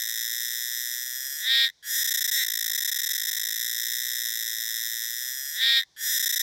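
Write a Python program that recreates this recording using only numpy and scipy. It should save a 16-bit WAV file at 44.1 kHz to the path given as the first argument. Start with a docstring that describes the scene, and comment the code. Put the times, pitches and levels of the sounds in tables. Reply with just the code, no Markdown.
"""A cicada buzzes on a tree trunk, close by, over a faint low rumble and far-off cicadas in a park.
Its two tymbals buckle in turn, each stroke a volley of rib clicks that rings the hollow body.
At 1.4 s the buzz speeds up into a loud whine as the abdomen opens, then stops for a moment.
At 1.8 s a new phrase swells, throbs, rolls, stutters and settles into a buzz that sags before
the next whine at 5.5 s. After another stop, a last phrase swells at 6 s."""
import sys
import numpy as np
from scipy import signal
from scipy.fft import rfft, irfft
from scipy.io import wavfile
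from scipy.ndimage import map_coordinates

SR = 44100
rng = np.random.default_rng(int(sys.argv[2]) if len(sys.argv) > 2 else 0)


def dump(signal):
    """Clip the signal to [-1, 1] and save it as 16-bit WAV at the path in sys.argv[1]."""
    limited = np.clip(np.atleast_2d(signal).T, -1, 1)
    pcm = np.round(limited * 32767).astype(np.int16)
    wavfile.write(sys.argv[1], SR, pcm)


N = 283122
TIME = np.arange(N) / SR


def from_db(db):
    """Decibels to gain."""
    return 10 ** (np.asarray(db) / 20)


def rms_one(x):
    """Scale to unit power."""
    return x / np.sqrt(np.mean(x ** 2) + 1e-20)


def curve(rows, t):
    """A two-column table interpolated at times t."""
    return np.interp(t, *np.transpose(rows))


def step(t, width_s):
    """Smooth rise from 0 to 1 around t = 0."""
    return .5 + .5 * np.tanh(t / width_s / 2)


def low_pass(x, hz, order):
    """Butterworth low-pass."""
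    return signal.sosfilt(signal.butter(order, hz, fs=SR, output="sos"), x)


def high_pass(x, hz, order):
    """Butterworth high-pass: a small body radiates little below its resonances."""
    return signal.sosfilt(signal.butter(order, hz, "high", fs=SR, output="sos"), x)


def coloured_noise(spectrum):
    """Steady noise of a given colour, rms 1."""
    hz, db = np.transpose(spectrum)
    bins_hz = np.maximum(np.fft.rfftfreq(N, 1 / SR), 1)
    gain = from_db(np.interp(np.log(bins_hz), np.log(hz), db))
    return rms_one(irfft(rfft(rng.standard_normal(N)) * gain, N))


def resonate(x, modes):
    """Parallel resonances of alternating sign."""
    out = np.zeros(N)
    for k, (hz, width_hz, db) in enumerate(modes):
        r = np.exp(-np.pi * width_hz / SR)
        poles = [1, -2 * r * np.cos(2 * np.pi * hz / SR), r * r]
        out += (-1) ** k * from_db(db) * (1 - r * r) / 2 * signal.lfilter([1, 0, -1], poles, x + 1e-18)
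    return out


def tensed(x, modes, strain):
    """Resonances that rise and sink with strain: a tenser body runs on a faster clock."""
    samples = np.arange(N)
    clock = np.cumsum(1 + strain) / np.mean(1 + strain)
    warped = map_coordinates(x, [np.interp(samples, clock, samples)], order=5)
    return map_coordinates(resonate(warped, modes), [clock], order=5)


# freq_hz, density_db
RUMBLE_SPECTRUM = [(15, -30), (25, -14), (55, 2.5), (112, 0), (144, 0.5), (233, -4), (541, -6.5), (900, -5),
                   (1170, -7), (1980, -120)]
# time_s, level_db
RUMBLE_LEVEL = [(0.0, -78), (0.37, -77), (0.95, -81), (1.38, -82), (2.11, -75), (2.25, -75), (2.61, -78),
                (5.58, -83), (5.81, -75), (6.42, -75)]


def low_rumble():
    """Faint low rumble that swells and ebbs."""
    return from_db(curve(RUMBLE_LEVEL, TIME)) * coloured_noise(RUMBLE_SPECTRUM)


# freq_hz, density_db
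CHORUS_SPECTRUM = [(500, -50), (1000, -25), (1400, -15), (1900, -5), (2700, -19), (3600, 0), (4500, -6),
                   (5600, -3), (8000, -18), (15000, -31)]


def far_cicadas(level_db=-66):
    """Far-off cicadas merge into a steady hiss."""
    return from_db(level_db) * coloured_noise(CHORUS_SPECTRUM)


def reflections(song, t60_s=.05, dull_hz=9000, delay_s=.002, gain_db=-15):
    """Bark and leaves return many small, dulled echoes."""
    t = TIME[:SR // 2]
    echoes = rng.standard_normal(len(t)) * from_db(-60 * t / t60_s) * (t > delay_s)
    echoes = low_pass(echoes / np.sqrt(np.sum(echoes ** 2)), dull_hz, order=1)
    return from_db(gain_db) * signal.fftconvolve(song, echoes)[:N]


# times from the start of a phrase
ROLL_S, STUTTER_S, RUSH_S, FADE_S, STOP_S = .585, .62, 3.713, 3.96, 3.982
ROLL_WIDTH_S, RUSH_WIDTH_S, OPEN_WIDTH_S = .045, .021, .016
STROKE_S, TRAIL_GAP_S = .004, .0105
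# start_s, swell_s, sag_tau_s
PHRASES = [(-2.311, .216, .33), (1.826, .216, .23), (5.963, .231, .2)]


def posture(t):
    """Time into the phrase, and depth (0-1) of the roll and of the sag before the whine."""
    starts_s, _, sag_tau_s = np.transpose(PHRASES)
    phrase = np.searchsorted(starts_s - TRAIL_GAP_S, t) - 1
    age_s = np.maximum(t - starts_s[phrase], 0)
    roll = np.exp(-((age_s - ROLL_S) / ROLL_WIDTH_S) ** 2)
    sag = np.exp(np.minimum(age_s - RUSH_S, 0) / sag_tau_s[phrase]) * step(RUSH_S - age_s, RUSH_WIDTH_S)
    return age_s, roll, sag


def openness(t):
    """How far the abdomen is open, 0-1."""
    age_s, opens_s = posture(t)[0], ABDOMEN_ENVELOPE[-1]
    return step(age_s - opens_s, OPEN_WIDTH_S)


def phrased(ring, envelope):
    """One body part's level through each phrase: swell, roll, sag, whine, fade."""
    base_db, tiring_db_per_s, soft_db, attack_s, roll_db, sag_db, *ending = envelope
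    whine_db, fade_db_per_s, whine_s = ending
    age_s, roll, sag = posture(TIME)
    level_db = base_db + tiring_db_per_s * age_s + soft_db * np.exp(-age_s / attack_s)
    level_db += roll_db * roll + sag_db * sag
    level_db += whine_db * step(age_s - whine_s, OPEN_WIDTH_S)
    level_db += fade_db_per_s * np.maximum(age_s - FADE_S, 0)
    return rms_one(ring) * from_db(level_db)


def opening_bursts(start_s, swell_s, gap_s=.00385, throb_s=.0317, slowing_s=.0006):
    """A full-speed swell, slowing throbs, then a roll. Rows: start_s, strokes, gap_s."""
    throbs, throb_strokes = 8, 6
    bursts = [(start_s, round(swell_s / gap_s) - 2, gap_s)]
    t = start_s + swell_s
    for k in range(throbs):
        bursts.append((t, throb_strokes, gap_s))
        t += throb_s + k * slowing_s
    return bursts + [(t, round((start_s + STUTTER_S - t) / gap_s) - 2, gap_s)]


# time_s, pair_rate_hz
MUSCLE_PACE = [(0, 57.3), (0.3, 58.3), (0.45, 59.7), (0.9, 60.4), (1.15, 62.5), (1.35, 70.3), (1.7, 70.3),
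               (2.4, 56.0), (3.4, 55.2), (3.5, 55.1), (3.65, 59.7), (3.8, 57.9), (4.0, 60.9), (4.2, 58.8),
               (4.45, 56.6), (5.1, 58.1), (5.47, 68.8)]
# start_s, strokes
STUMBLES = [(2.748, 4), (2.777, 4), (2.82, 4), (2.847, 4), (2.875, 6), (2.915, 4), (2.959, 4), (2.987, 4),
            (3.032, 4), (3.06, 4), (3.103, 4), (3.149, 4), (3.281, 4), (3.365, 4)]


def buzz_bursts(start_s, whine_hz=124.95, whine_top_s=3.89, arch_hz_per_s2=220, stumble_drag=1.12):
    """Stroke pairs stumble, settle, rush into the whine and trail off. Rows: start_s, strokes, gap_s."""
    buzz_phase, whine_phase, trail_strokes = .505, .462, 3
    bursts, t = [], max(start_s + STUTTER_S, 0)
    while t < start_s + STOP_S:
        age_s = t - start_s
        rush = step(age_s - RUSH_S, RUSH_WIDTH_S)
        buzz_hz = curve(MUSCLE_PACE, t + STROKE_S)
        arch_hz = whine_hz - arch_hz_per_s2 * (max(age_s, RUSH_S) - whine_top_s) ** 2
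        pair_hz = buzz_hz + rush * (arch_hz - buzz_hz)
        # the second tymbal falls behind until the two alternate evenly
        lag_ms = 3.1 + 2.6 * max(age_s - STUTTER_S, 0) ** .72
        max_phase = buzz_phase + rush * (whine_phase - buzz_phase)
        lag_s = min(lag_ms / 1000, max_phase / pair_hz)
        t, count = next((row for row in STUMBLES if abs(row[0] - t) < .5 / pair_hz), (t, 2))
        bursts.append((t, count, lag_s))
        t += 1 / pair_hz + (count - 2) * lag_s * stumble_drag
    return bursts + [(t, trail_strokes, TRAIL_GAP_S)]


def strokes(opening_jitter_ms=.13, buzz_jitter_ms=.08, whine_jitter_ms=.02):
    """When a tymbal buckles, and which (+1, -1). Timing locks in as the abdomen opens."""
    rows = []
    for start_s, swell_s, _ in PHRASES:
        for bursts, jitter_ms in ((opening_bursts(start_s, swell_s), opening_jitter_ms),
                                  (buzz_bursts(start_s), buzz_jitter_ms)):
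            for t, count, gap_s in bursts:
                rows += [(t + k * gap_s, (-1) ** k, jitter_ms) for k in range(count)]
    times_s, sides, jitter_ms = np.transpose([row for row in rows if 0 <= row[0] < N / SR - STROKE_S])
    jitter_ms += openness(times_s) * (whine_jitter_ms - jitter_ms)
    times_s += jitter_ms * rng.standard_normal(len(times_s)) / 1000
    return times_s[:, None], sides[:, None]


def tymbal_clicks(times_s, sides, strain, ribs=7, rib_hz=1878, quickening=.13, mismatch=.0084):
    """Ribs give way one after another, ever faster; the two tymbals differ a little."""
    pace_scatter, jitter_s, fade_db, side_db, uneven_db = .004, 6e-6, 1, .3, 2
    rib = np.arange(ribs)
    along = rib / (ribs - 1)
    stroke_strain = np.interp(times_s, TIME, strain)
    pace_hz = rib_hz * (1 + .9 * stroke_strain + pace_scatter * rng.standard_normal(times_s.shape))
    delay_s = rib * (1 + quickening * (1 - along)) / (pace_hz * (1 + mismatch * sides))
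    time_noise, size_noise = rng.standard_normal((2, len(times_s), ribs))
    at_samples = (times_s + delay_s + jitter_s * time_noise) * SR
    focus = .13 + .31 * openness(times_s)   # gathers the force mid-stroke
    arch = np.sin(np.pi * (rib + 1) / (ribs + 1)) ** focus
    arch /= np.sqrt(np.mean(arch ** 2, axis=1, keepdims=True))
    size = arch * from_db(-fade_db * along + side_db * sides + uneven_db * size_noise)
    # windowed sinc: clicks fall between samples
    taps = np.floor(at_samples)[..., None] + np.arange(-7, 9)
    offset = taps - at_samples[..., None]
    pulses = size[..., None] * np.sinc(offset) * np.sinc(offset / 8)
    return np.bincount(np.clip(taps, 0, N - 1).astype(int).ravel(), pulses.ravel(), N)


# all modes: freq_hz, width_hz, gain_db
SAC_MODES = [(1560, 140, -16), (1815, 510, 9), (2180, 49, -11)]
# all envelopes: base_db, tiring_db_per_s, soft_db, attack_s, roll_db, sag_db,
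# whine_db, fade_db_per_s, whine_s
SAC_ENVELOPE = (-33.8, -.7, -18, .046, 4.8, -5, 9.6, -170, 3.772)


def air_sac(clicks, strain):
    """The air sac rings lowest."""
    ring = high_pass(tensed(clicks, SAC_MODES, .8 * strain), hz=1440, order=5)
    return phrased(low_pass(ring, hz=2700, order=2), SAC_ENVELOPE)


PLATE_MODES = [(3308, 430, -2.5), (3665, 283, 6.5), (3944, 322, -0.5)]
PLATE_ENVELOPE = (-32.3, -.8, -34, .062, 4, -17, 13.5, -320, 3.772)


def tymbal_plates(clicks, strain):
    """The plates ring in the midrange and follow the strain only weakly."""
    ring = tensed(clicks, PLATE_MODES, .4 * strain)
    return phrased(high_pass(ring, hz=2500, order=3), PLATE_ENVELOPE)


RIB_MODES = [(5216, 123, 10), (5910, 132, 8), (6995, 640, 2.5), (8674, 980, -2), (11306, 810, 2),
             (12560, 555, 6.5), (14250, 1500, -4), (15780, 430, 1)]
RIB_ENVELOPE = (-25.2, -.9, -34, .036, -1.2, -3.8, -8, -130, 3.742)


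def rib_snap(clicks, strain, notch_hz=9950, notch_width_hz=500):
    """The ribs' own bright ring: two groups of resonances with a gap between."""
    ring = high_pass(tensed(clicks, RIB_MODES, .75 * strain), hz=4500, order=4)
    notch = signal.iirnotch(notch_hz, notch_hz / notch_width_hz, fs=SR)
    return phrased(signal.lfilter(*notch, ring), RIB_ENVELOPE)


WHISTLE_MODES = [(5280, 70, 3), (7280, 90, -5), (8600, 100, -9), (12250, 110, 0), (13000, 120, -4),
                 (14300, 150, -8)]
WHISTLE_ENVELOPE = (-38.5, 0, -20, .04, -15, 8.5, -12, -130, 3.735)


def rib_whistle(clicks, strain):
    """Narrow rib modes ring on as a whistle while the body sags."""
    return phrased(tensed(clicks, WHISTLE_MODES, .95 * strain), WHISTLE_ENVELOPE)


ABDOMEN_MODES = [(2290, 130, 1.5), (3280, 200, 0), (4250, 200, -2), (4700, 170, -1), (5200, 170, -5)]
ABDOMEN_ENVELOPE = (-44, -1.1, -12, .04, 3, 2, 23.5, -500, 3.785)


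def abdomen(clicks):
    """The abdomen rings loudly once it opens: the whine."""
    ring = high_pass(resonate(clicks, ABDOMEN_MODES), hz=1200, order=2)
    return phrased(low_pass(ring, hz=5700, order=4), ABDOMEN_ENVELOPE)


def cicada(start_slack=.08, tensing_s=.09, roll_strain=.04, sag_slack=.05):
    """One train of rib clicks drives every part of a body that tenses and slackens."""
    times_s, sides = strokes()
    age_s, roll, sag = posture(TIME)
    strain = roll_strain * roll - start_slack * np.exp(-age_s / tensing_s) - sag_slack * sag
    clicks = tymbal_clicks(times_s, sides, strain)
    body = sum(part(clicks, strain) for part in (air_sac, tymbal_plates, rib_snap, rib_whistle))
    duty = len(times_s) * STROKE_S / (N / SR)
    return np.sqrt(duty) * (body + abdomen(clicks))


def scene():
    """The song and its reflections over the quiet park, the same in both ears."""
    song = cicada()
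    return np.tile(song + reflections(song) + low_rumble() + far_cicadas(), (2, 1))


def record(dry, cutoff_hz=15900):
    """Steep treble cut."""
    return signal.sosfilt(signal.ellip(12, .1, 80, cutoff_hz, fs=SR, output="sos"), dry)


dry = scene()
out = record(dry)
dump(out)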